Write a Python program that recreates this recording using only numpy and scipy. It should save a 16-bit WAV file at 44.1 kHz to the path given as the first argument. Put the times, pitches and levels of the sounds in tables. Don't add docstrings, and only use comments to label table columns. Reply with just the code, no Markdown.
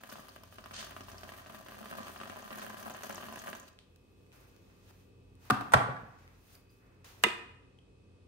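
import sys
import numpy as np
from scipy import signal
from scipy.fft import rfft, irfft
from scipy.io import wavfile
from scipy.ndimage import uniform_filter1d

SR = 44100
rng = np.random.default_rng(int(sys.argv[2]) if len(sys.argv) > 2 else 0)


def to_linear_factor(level_db):
    exponent = np.asarray(level_db, float) / 20
    return 10 ** exponent


def to_wav(sig):
    pcm = np.clip(np.atleast_2d(sig), -1, 1) * 32767
    pcm = np.round(pcm).astype(np.int16)
    wavfile.write(sys.argv[1], SR, pcm.T)


N = 364707
TIME = np.arange(N) / SR

# start in seconds, peak in dB, pitch in Hz, treble against peak in dB.
POPS = [(0.036, -40.5, 1790, -11), (0.091, -46.5, 1010, -10), (0.156, -43, 1140, -22.5),
        (0.362, -42.5, 1630, -11), (0.584, -40, 1200, -24), (0.64, -44.5, 1250, -21),
        (0.71, -40.5, 1240, -30), (0.827, -40, 1260, -27), (0.869, -44, 1190, -26), (0.965, -38, 1200, -18),
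        (1.007, -38.5, 1190, -14), (1.233, -38, 1600, -13.5), (1.291, -39.5, 1830, -22),
        (1.662, -42.5, 1000, -19), (1.857, -41.5, 1290, -20), (1.984, -44, 1120, -22),
        (2.161, -40, 1190, -25), (2.213, -35.5, 1140, -21), (2.478, -45, 1180, -20),
        (2.506, -37.5, 1200, -19), (2.618, -37, 1160, -12), (2.828, -41, 1250, -11.5),
        (2.898, -38.5, 1130, -10), (2.947, -39, 1010, -24), (3.034, -36, 1140, -10), (3.095, -39, 1540, -9),
        (3.225, -37.5, 1280, -22), (3.285, -40, 1010, -20), (3.325, -40.5, 1000, -10.5),
        (3.53, -33.5, 1630, -22)]
# start in seconds, peak in dB, pitch in Hz, treble against peak in dB.
LESSER = [(0.27, -50, 1850, -16), (0.284, -42.5, 1230, -10), (0.38, -53, 1630, -14), (0.435, -44, 1010, -9),
          (0.525, -45.5, 1180, -21), (0.557, -46, 1430, -12), (0.659, -38, 1140, -12),
          (0.908, -39, 1880, -10), (0.921, -41, 1630, -20), (1.084, -41, 1010, -16),
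          (1.116, -43, 1190, -15), (1.32, -39, 1020, -17), (1.382, -55, 1010, -18), (1.443, -48, 1190, -14),
          (1.461, -40, 1540, -21), (1.498, -39, 1130, -18), (1.546, -39, 1010, -22),
          (1.685, -39, 1630, -11), (1.829, -41, 1280, -15), (1.912, -37, 1630, -10),
          (2.029, -43, 1160, -17), (2.068, -36, 1300, -19), (2.081, -39.5, 1170, -19),
          (2.147, -46, 1190, -20), (2.201, -34, 1200, -29), (2.234, -35, 1170, -20),
          (2.256, -37, 1280, -22), (2.276, -41, 1420, -18), (2.298, -32.5, 1300, -19),
          (2.36, -38.5, 999, -19), (2.396, -40.5, 1180, -19), (2.423, -45, 974, -14),
          (2.528, -35.5, 1410, -20), (2.575, -42, 990, -8.5), (2.665, -37, 1630, -9.5),
          (2.698, -40, 1010, -16), (2.77, -39.5, 1180, -14), (2.978, -43, 1130, -19),
          (3.009, -45, 1040, -9), (3.068, -42, 1020, -15), (3.127, -38, 1020, -13),
          (3.147, -40.5, 1030, -7), (3.18, -34.5, 1020, -17), (3.209, -37, 1030, -21),
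          (3.359, -36, 1800, -10), (3.5, -42, 1290, -7), (3.551, -38.5, 1010, -11),
          (3.598, -48, 1310, -7.5), (3.631, -47, 1020, -21)]
# time in seconds, level in dB.
FLOW = [
    (0, -61),
    (.3, -64),
    (.6, -64.5),
    (.84, -60.5),
    (1.64, -56.5),
    (2.0, -55),
    (3.1, -49),
    (3.5, -54),
    (3.78, -85),
]
# frequency in Hz, level in dB per Hz.
GAS = [(4120, -32), (7000, -1), (7630, -10.5), (8150, -4.5), (11000, 3), (15000, 12), (16000, 10.5)]
# start in seconds, peak in dB, pitch in Hz,
# ring t60 in seconds, treble in dB.
TICKS = [(3.7891, -42.5, 3150, 0.0025, -65), (3.96, -59, 2800, 0.003, -67), (4.265, -62, 2200, 0.006, -79),
         (4.3192, -52, 2500, 0.0033, -70), (4.3604, -70, 2500, .004, -65), (5.3534, -67.5, 3000, .004, -68),
         (6.2783, -42.5, 2000, 0.0019, -73), (6.553, -54.5, 4720, 0.011, -73),
         (6.695, -73, 4850, 0.093, -99.5), (7.0464, -63, 2000, 0.0031, -56.5),
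         (7.7878, -59, 3160, 0.018, -75)]
# start in seconds, level in dB, rattle in ms, sharp tick in dB.
CLACK = [
    (7.2366, -20.5, 3, -17.5),
    (7.2382, -5.5, 0.71, -14),
    (7.2435, -19, 3.7, -33),
    (7.286, -28, 3., -49),
]


def unit(x):
    return x / np.sqrt(np.mean(x ** 2))


def noise():
    return rng.standard_normal((2, N))


def colour(x, points):
    hz, db = np.transpose(points)
    grid = np.maximum(np.fft.rfftfreq(4096, 1 / SR), 1)
    cepstrum = irfft(np.log(to_linear_factor(np.interp(np.log(grid), np.log(hz), db))))
    cepstrum[1:2048] *= 2
    cepstrum[2049:] = 0
    response = irfft(np.exp(rfft(cepstrum)))[None, :2048]
    return signal.oaconvolve(x, response, axes=1)[:, :N]


def band(x, hz, width):
    b, a = signal.iirpeak(min(hz, .45 * SR), hz / width, SR)
    return signal.lfilter(b, a, x)


def walk(rate):
    hold = int(SR / rate)
    steps = np.repeat(rng.standard_normal(N // hold + 1), hold)
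    return 1.2 * uniform_filter1d(steps, hold)[:N]


def add(out, s, wave):
    i = int(s * SR)
    out[:, i:i + wave.shape[1]] += wave[:, :N - i]


def blip(hz, t60, phase):
    t = np.arange(int(max(t60, .001) * SR)) / SR
    decay = np.exp(-np.log(1000) * t / t60)
    onset = np.minimum(t * hz * 4, 1)
    return decay * onset * np.sin(2 * np.pi * hz * t + np.reshape(phase, (2, 1)))


def burst(ms):
    t = np.arange(int(.06 * SR)) / SR
    puff = rng.standard_normal((2, len(t))) * np.exp(-1000 * t / ms)
    lines = rfft(puff)
    even = irfft(lines / np.sqrt(uniform_filter1d(np.abs(lines) ** 2, size=15)), len(t))
    return even * np.sqrt(ms * SR / 2000) * np.exp(-250 * t / ms)


def curve(table):
    return np.interp(TIME, *np.transpose(table))


def ramp(s, rise, fall):
    t = TIME[::16]
    return np.where(t < s, (s - t) / max(rise, .002), (t - s) / max(fall, .002))


def fine(slow):
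    return np.repeat(slow, 16, axis=1)[:, :N]


def room(x, gap_ms=6):
    # frequency in Hz, t60 in seconds.
    kitchen = [(125, 0.74), (250, 0.71), (500, 0.51), (1000, 0.69), (2000, 0.6), (4000, 0.46),
               (8000, 0.056), (14000, 0.33)]
    t = np.arange(int(.8 * SR)) / SR
    tail = np.zeros((2, len(t)))
    for hz, t60 in kitchen:
        octave = band(rng.standard_normal((2, len(t))), hz, 1.12 * hz)
        tail += octave * np.exp(-np.log(1000) * t / t60)
    tail *= 1 - np.exp(-1000 * t / gap_ms)
    return signal.fftconvolve(x, tail / np.sqrt(np.sum(tail ** 2) / 2), axes=1)[:, :N]


def drone(hz, width):
    phase = 2 * np.pi * np.cumsum(hz + width * walk(13)) / SR
    return np.sqrt(2) * np.sin(phase + [[0], [min(hz / 900, 1.1)]])


def fridge():
    # frequency in Hz, width in Hz, level in dB.
    hum = [(47, 12, -70.5), (66.7, 20, -79), (90.4, 5., -66.5), (120.4, 13, -69.5), (181.4, 6.2, -75.5),
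           (267.3, 14, -75), (393.6, 18, -77.5)]
    # frequency in Hz, level in dB.
    whine_tones = [(1179, -85), (2541, -78.5), (2600, -85.5)]
    # time in seconds, level in dB.
    swells = [(0, -70), (.45, -64), (1.15, -58.5), (1.63, -66.5), (2.21, -64), (2.88, -67.5), (3.43, -67),
              (3.85, -70), (4.3, -66), (5.39, -62.5), (6.2, -65.5), (6.6, -65.5), (8.27, -65)]
    # frequency in Hz, level in dB per Hz.
    floor_colour = [(40, -88), (130, -93), (250, -94), (480, -94),
                    (650, -107), (1200, -111), (1700, -117), (3000, -114), (5000, -119), (9000, -127), (16000, -135)]
    lines, whine = np.zeros((2, 2, N))
    for hz, width, db in hum:
        level = to_linear_factor(db + 1.6 * walk(7.5))
        lines += level * (0.71 * drone(hz, width * .6) + 0.33 * unit(band(noise(), hz, 1.1 * width)))
    for hz, db in whine_tones:
        whine += to_linear_factor(db - 4.1 + 1.2 * walk(5)) * drone(hz, 1.5)
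    floor = to_linear_factor(1.2 * walk(2)) * np.sqrt(SR / 2) * colour(noise(), floor_colour)
    return lines * to_linear_factor(curve(swells)) * to_linear_factor(64.0) + whine + floor


def strokes():
    # loudest at seconds, seconds to rise 20 dB, seconds to fall 20 dB #
    # (below .002, also negative, counts as .002: at once), swish in dB, brightness in dB.
    moves = [(3.962, -1.73, -0.83, -66, 5), (4.15, 2.5, 11, -99, 13), (4.325, -1, 0.39, -67.5, -0.5),
             (4.564, -0.6, -0.34, -63.5, 5), (4.7, 0.02, 0.07, -77.5, -8.5), (4.911, 0.09, -0.44, -66.5, 0),
             (5.0, 1.5, 0.15, -77.5, 2), (5.46, 0.1, 0.9, -67, -0.5), (6.06, 0, 0.4, -82.5, -14),
             (6.185, -1.6, 0.5, -74.5, -2.5), (6.55, 0.2, 0.08, -66.5, 4), (6.7, -1.3, 0.35, -79.5, 5),
             (6.92, 0.36, 0.2, -87, -13), (7.044, -0.67, 0.36, -61.5, -0.5), (7.227, -0.01, 2.5, -61, 4)]
    rub_db, sheen_db = 1, 6.5
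    swell = np.array([to_linear_factor(2 * db - 40 * ramp(s, rise, fall)) for s, rise, fall, db, _ in moves])
    bright_db = np.transpose(moves)[4]
    mix = to_linear_factor([rub_db - bright_db, 0 * bright_db, sheen_db + bright_db]) ** 2
    return fine(np.sqrt(mix @ swell)) * (TIME < CLACK[1][0])


def rustle():
    # frequency in Hz, level in dB per Hz.
    rub_colour = [(300, -29), (600, 0.5), (1200, 0.5), (1900, -1), (2600, -6), (4000, -36)]
    swish_colour = [(1500, -16.5), (2700, -3), (4700, -4), (6800, -5), (9000, -25)]
    rub, swish, sheen = strokes()
    out = unit(colour(noise(), rub_colour)) * rub * to_linear_factor(1.6 * walk(27))
    out = out + unit(colour(noise(), swish_colour)) * swish * to_linear_factor(1.7 * walk(27))
    out = out + unit(colour(noise(), GAS)) * sheen * to_linear_factor(1.4 * walk(76))
    bright = np.zeros((2, N))
    for (s, db, hz, t60, top_db), phase in zip(TICKS, 9.3 * rng.random((len(TICKS), 2))):
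        add(out, s, to_linear_factor(db + 5) * blip(hz, t60, phase))
        add(bright, s, to_linear_factor(top_db + 10.5) * burst(1.0))
    return out + band(bright, 8000, 14000)


def knock(contacts, tone, ring):
    split, partner_db = .012, -9
    rattle, tick, modes = np.zeros((3, 2, N))
    for s, db, ms, tick_db in contacts:
        add(rattle, s, to_linear_factor(db + 16.5) * burst(ms))
        add(tick, s, to_linear_factor(tick_db) * burst(1.0 * ms))
    blow_s = max(contacts, key=lambda c: c[1])[0]
    for (hz, db, t60, late_ms), phase in zip(ring, 6.14 * rng.random((len(ring), 2))):
        ear_phase = phase * min(hz / 500, 1)
        for off, gain in (0, 1), (split, to_linear_factor(partner_db)):
            add(modes, blow_s + late_ms / 1000, gain * to_linear_factor(db) * blip(hz * (1 + off), t60, ear_phase))
    sharp = band(tick, 8200, 3500) + to_linear_factor(-3) * band(tick, 13300, 3500)
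    return colour(rattle, tone) + sharp + modes


def clack():
    # frequency in Hz, level in dB per Hz.
    tone = [(60, -45), (200, -23.5), (400, -16), (900, -12), (1600, -8.5), (2200, -8), (2900, -15.5),
            (3600, -19), (4000, -21.5), (6200, -33), (16000, -55.5)]
    # frequency in Hz, level in dB, t60 in seconds, late by ms.
    ring = [(212.7, -38, 0.084, 8.3), (362, -30.5, 0.065, 27), (456, -35.5, 0.1, 6.5), (970, -27, 0.045, 3),
            (1290, -29.5, 0.13, 1.47), (1830, -28, 0.095, 0.34), (2033, -26, 0.07, 6),
            (2285, -32, 0.046, .3), (2497, -18, 0.035, .3), (2490, -36, .16, 0.37), (2826, -20, 0.053, .3),
            (3150, -33, 0.046, 0.4), (3480, -32.5, .11, 2.9), (3650, -35, 0.1, 3.5)]
    return knock(CLACK, tone, ring)


def rim_knock():
    # start in seconds, level in dB, rattle in ms, sharp tick in dB.
    contacts = [
        (5.5005, -16, 3.5, -35.5),
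        (5.504, -13.5, 2.4, -34),
        (5.5085, -7.5, 1.1, -33),
        (5.545, -33, 5., -61.5),
        (5.609, -30, 5.5, -73.5),
    ]
    # frequency in Hz, level in dB per Hz.
    tone = [(35, -46.5), (60, -28), (230, -12), (500, -17), (1000, -10.5), (1600, -11.5), (1850, -19.5),
            (4300, -26), (8000, -36.5), (16000, -29.5)]
    # frequency in Hz, level in dB, t60 in seconds, late by ms.
    ring = [(116, -31, 0.11, 7), (205, -30.5, 0.09, 3), (262, -28.5, 0.078, 7), (730, -28, .06, -3.5),
            (964, -27.5, 0.057, -5), (1200, -19, 0.041, -4.5), (1448, -24, .04, -3),
            (2700, -33, 0.03, -4.5)]
    return knock(contacts, tone, ring)


def base_knock():
    # start in seconds, level in dB, rattle in ms, sharp tick in dB.
    contacts = [
        (5.7205, -36, 21, -40.5),
        (5.7362, -13.5, 1.2, -16.5),
        (5.7380, -10.5, 1.5, -30),
        (5.7415, -9, 3.4, -37),
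        (5.7470, -19.5, 6.5, -44.5),
        (5.770, -28, 7.6, -54),
        (5.818, -35, 4., -65),
        (5.965, -45, 3.3, -71),
    ]
    # frequency in Hz, level in dB per Hz.
    tone = [(35, -26), (60, -13.5), (180, -8.5), (400, -13), (800, -2.5), (1300, -4.5), (1850, -10.5),
            (2100, -15), (3500, -21.5), (8300, -37), (16000, -49.5)]
    # frequency in Hz, level in dB, t60 in seconds, late by ms.
    ring = [(73, -30, 0.078, 11.5), (123.5, -27, 0.143, 8), (261.4, -36, 0.15, 2.5), (392, -34.5, .1, 1.5),
            (622, -23.5, 0.06, -3.5), (843, -14, 0.035, -4), (1010, -32, 0.08, -2.5),
            (1140, -19.5, 0.048, -4), (1357, -21, .08, -3.5), (1478, -24, 0.081, -3.5),
            (1832, -26.5, .06, -4)]
    return knock(contacts, tone, ring)


def thuds():
    # start in seconds, level in dB, frequency in Hz, t60 in seconds.
    rocks = [
        (5.61, -30.5, 750, 0.026),
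        (5.622, -33.5, 280, 0.033),
        (5.966, -39.5, 1680, 0.048),
        (5.886, -28.5, 546, 0.024),
        (5.889, -35, 129, 0.087),
        (6.032, -35.5, 166.4, 0.019),
        (6.035, -53, 452, 0.027),
    ]
    out = np.zeros((2, N))
    for s, db, hz, t60 in rocks:
        add(out, s, to_linear_factor(db) * blip(hz, t60, [0, hz / 400]))
    return out


def valve():
    shut_s = TICKS[0][0]
    fade = (TIME > shut_s) * to_linear_factor(-240 * np.abs(TIME - shut_s))
    return to_linear_factor(-67) * unit(band(noise(), 3700, 1300)) * fade


def flecks():
    # start in seconds, peak in dB, pitch in Hz.
    spits = [(0.0563, -59, 4520), (0.0987, -44.5, 5250), (0.2902, -46.5, 4800), (0.4359, -54, 5170),
             (0.5576, -62, 5020), (0.5851, -54, 4630), (0.6407, -48.5, 4870), (0.7098, -63, 5060),
             (0.7362, -51, 6500), (1.007, -49, 5700), (1.0355, -52, 5230), (1.0844, -52, 4750),
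             (1.1164, -47, 5770), (1.1803, -43, 5090), (1.2326, -51, 5140), (1.2915, -59, 4620),
             (1.3174, -53, 4560), (1.5938, -58, 6350), (1.6626, -61, 4880), (1.6931, -60, 6430),
             (1.722, -51, 4710), (1.7973, -58, 5810), (1.9111, -55, 4500), (2.173, -49, 4860),
             (2.2752, -63, 4880), (2.2967, -50, 6550), (2.397, -60, 5060), (2.4224, -48, 6360),
             (2.4773, -62, 4840), (2.5057, -49, 5060), (2.583, -48, 6450), (2.608, -48, 4500),
             (2.6963, -48, 6240), (2.8275, -46, 6130), (2.906, -45, 6330), (2.9387, -46, 6440),
             (3.0332, -38, 6300), (3.0944, -44, 5800), (3.1263, -43, 6330), (3.1557, -38, 6000),
             (3.334, -47, 6060), (3.3558, -46, 6030), (3.3905, -40, 6600), (3.4695, -51, 6480),
             (3.489, -44, 6330), (3.551, -44, 6360), (3.598, -45, 6490), (3.6287, -53, 6500),
             (3.7294, -64.5, 5830)]
    trim_db, length_ms, width_hz = 7.5, 5.4, 1660
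    out = np.zeros((2, N))
    for s, db, hz in spits:
        puff = band(band(burst(length_ms), hz, width_hz), hz, width_hz)
        add(out, s, to_linear_factor(db + trim_db) * puff)
    return out


def clogging(table):
    choke_s, choke_db, ease_s, ease_db = 0.016, -10.5, 0.023, -1.5
    times = np.sort(np.transpose(table)[0])
    after = np.searchsorted(times, TIME)
    to_next = np.append(times, N)[after] - TIME
    since = TIME - np.append(-N, times)[after]
    return choke_db * np.exp(-to_next / choke_s) + ease_db * np.exp(-since / ease_s)


def stream():
    # peak in seconds, rise in seconds, fall in seconds,
    # froth in dB, jet in dB.
    surges = [(.097, 0.0078, 0.14, 6, 9), (.365, 0.0073, 0.013, -7, -4), (.44, 0.008, 0.019, -4, 0),
              (.5, 0.13, 0.044, -8, -3), (.79, 0.086, 0.052, 6.5, 0.5), (1.055, 0.059, 0.032, -25, -3),
              (1.3, 0.5, 0.054, 3, 3), (1.635, 0.091, 0.042, -4.5, -2.5), (2.03, 0.21, 0.084, 7, 6.5),
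              (2.135, 0.039, 0.02, -14, -1), (2.61, 0.037, 0.042, 4.5, 7.5), (2.79, 0.052, 0.039, -9, -0.5),
              (3.035, 0.01, 0.33, -1.5, 3.5), (3.4, 0.064, 0.042, -2, 6), (3.49, 0.015, 0.025, 9.5, 2),
              (3.545, 0.011, 0.084, -9, 3), (3.684, 0.021, 0.017, -26, 13.5)]
    froth_db, froth_slope = -49.5, 1.14
    squirt_db, squirt_slope = -61.5, 0.51
    gas_db, gas_slope = -62, 0.63
    gas_per_jet = 0.57
    lesser_choke, jet_share = 0.54, 0.26
    spurt_s, spurt_hold_s, spurt_fall_s, spurt_db = .734, .065, .11, 17.5

    flow = curve(FLOW) + 52
    shapes = np.array([np.maximum(1 - ramp(s, rise, fall), 0) for s, rise, fall, *_ in surges])
    froth, jet = fine(np.transpose(surges)[3:] @ shapes)
    clog = clogging(POPS) + lesser_choke * clogging(LESSER)
    froth, jet = froth + clog, jet + jet_share * clog
    thinning = np.clip(1 - (TIME - spurt_s - spurt_hold_s) / spurt_fall_s, 0, 1)
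    spurt = spurt_db * (TIME > spurt_s) * thinning
    shut = -20 * np.maximum(TIME - FLOW[-1][0] + 0.093, 0) / 0.034
    return (to_linear_factor(froth_db + froth_slope * flow + froth + shut),
            to_linear_factor(squirt_db + squirt_slope * flow + jet + spurt + shut),
            to_linear_factor(gas_db + gas_slope * flow + gas_per_jet * jet + shut))


def pops():
    lesser_db, fizz_db, fizz_slope = -3, -18, 2.84
    rows = POPS + [(s, db + lesser_db, hz, top_db) for s, db, hz, top_db in LESSER]
    return [(s, db, hz, db + fizz_db + fizz_slope * (top_db + 19.5)) for s, db, hz, top_db in rows]


def spray():
    # frequency in Hz, width in Hz, level in dB.
    flask = [(216, 61, 6), (366, 28, -1.5), (539, 47, -4.5), (619, 43.4, -1), (670, 20, -9),
             (1013, 33, -6.5), (1162, 36, -6.5), (1286, 39, -9.5), (1540, 190, -13), (1630, 53, -11.5),
             (1830, 25, -5.5), (2287, 12, -6.5), (2500, 20, -9), (2814, 470, -9.5)]
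    # frequency in Hz, level in dB per Hz.
    squirt_colour = [(880, -12), (1500, -1.5), (1850, -3.5), (2090, -9.5), (3050, -0.5), (3910, -3.5),
                     (4630, -1.5), (5450, -6), (6560, -3), (7540, -13), (9500, -17.5), (12400, -27),
                     (20900, -120)]
    froth, squirt, gas = stream()
    rows = pops()
    gust = 2.6 * walk(45)
    small, big, splat, fizz = np.zeros((4, 2, N))
    puffs = np.zeros((1, N))

    for u, size, pitch, a, b in rng.random((1500, 5)):
        s = u * FLOW[-1][0]
        hz = 1300 * 2 ** (1.3 * (pitch - .5))
        add(small, s, to_linear_factor(13 * size ** 2) * blip(hz, 4.5 / hz, [a, a + 3. * b]))
        puffs[0, int(s * SR)] = to_linear_factor(4.2 * b ** 3)
    for (s, db, hz, fizz_db), (a, b) in zip(rows, rng.random((len(rows), 2))):
        add(big, s, to_linear_factor(db + .3) * blip(hz, 8.5 / hz, [a, a + 1.6 * b]))
        add(splat, s, to_linear_factor(db - 5.5) * burst(7.2))
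        add(fizz, s, to_linear_factor(fizz_db - 10.5) * burst(1.5))

    knocks = small / small[:, :3 * SR].std() * to_linear_factor(gust) * froth
    splat = band(splat, 1050, 1820)
    drive = knocks + big + to_linear_factor(10.5) * splat
    ring = sum(to_linear_factor(db) * band(drive, hz, width) for hz, width, db in flask)
    sputter = signal.lfilter([1], [1, -np.exp(-1000 / SR / 4.7)], puffs)
    sputter = .35 + sputter / sputter[:, :3 * SR].std()
    spit = unit(colour(noise(), squirt_colour)) * squirt * to_linear_factor(-3.0 + 0.067 * gust) * sputter ** 0.61
    hiss = unit(colour(noise(), GAS)) * gas * to_linear_factor(2.0 + 0.85 * gust) * sputter ** 1.055
    body = to_linear_factor(8.0) * ring + to_linear_factor(-11.5) * knocks + big + splat
    return body + spit + hiss + colour(fizz, GAS) + flecks()


def scene():
    floor = fridge()
    far, rim, base = clack(), rim_knock(), base_knock()
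    near = rustle() + thuds() + valve() + spray()
    send = to_linear_factor(-9.0) * near + to_linear_factor(-9.5) * (rim + base) + to_linear_factor(-11.5) * far
    pan = to_linear_factor(np.array([[-1.5], [1.5]]))
    return near + rim + base + pan * far + room(send) + floor


def roll_off(x):
    return signal.sosfilt(signal.butter(12, 16650, fs=SR, output="sos"), x)


def record(dry):
    # frequency in Hz, level in dB.
    port = [(20, -43.5), (33, -22), (45, 4), (7000, 0.5), (7650, 0.5), (8200, 7), (9000, 3.5), (15700, -8),
            (16100, -34), (17000, -50)]
    # frequency in Hz, level in dB.
    width = [(30, -8.5), (180, -10), (400, -3), (1200, 0.5), (7000, 0), (9500, 0.5), (11000, -12.5),
             (16000, -21)]
    port_lag_s, lag_top_hz = .0004, 250
    mid = colour(dry.mean(axis=0, keepdims=True), port)
    side = colour(colour((dry[:1] - dry[1:]) / 2, port), width)
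    bass = signal.sosfiltfilt(signal.butter(2, lag_top_hz, fs=SR, output="sos"), mid)
    side = side - port_lag_s * SR / 2 * np.gradient(bass, axis=1)
    return roll_off(np.vstack([mid + side, mid - side]))


dry = scene()
out = record(dry)
to_wav(out)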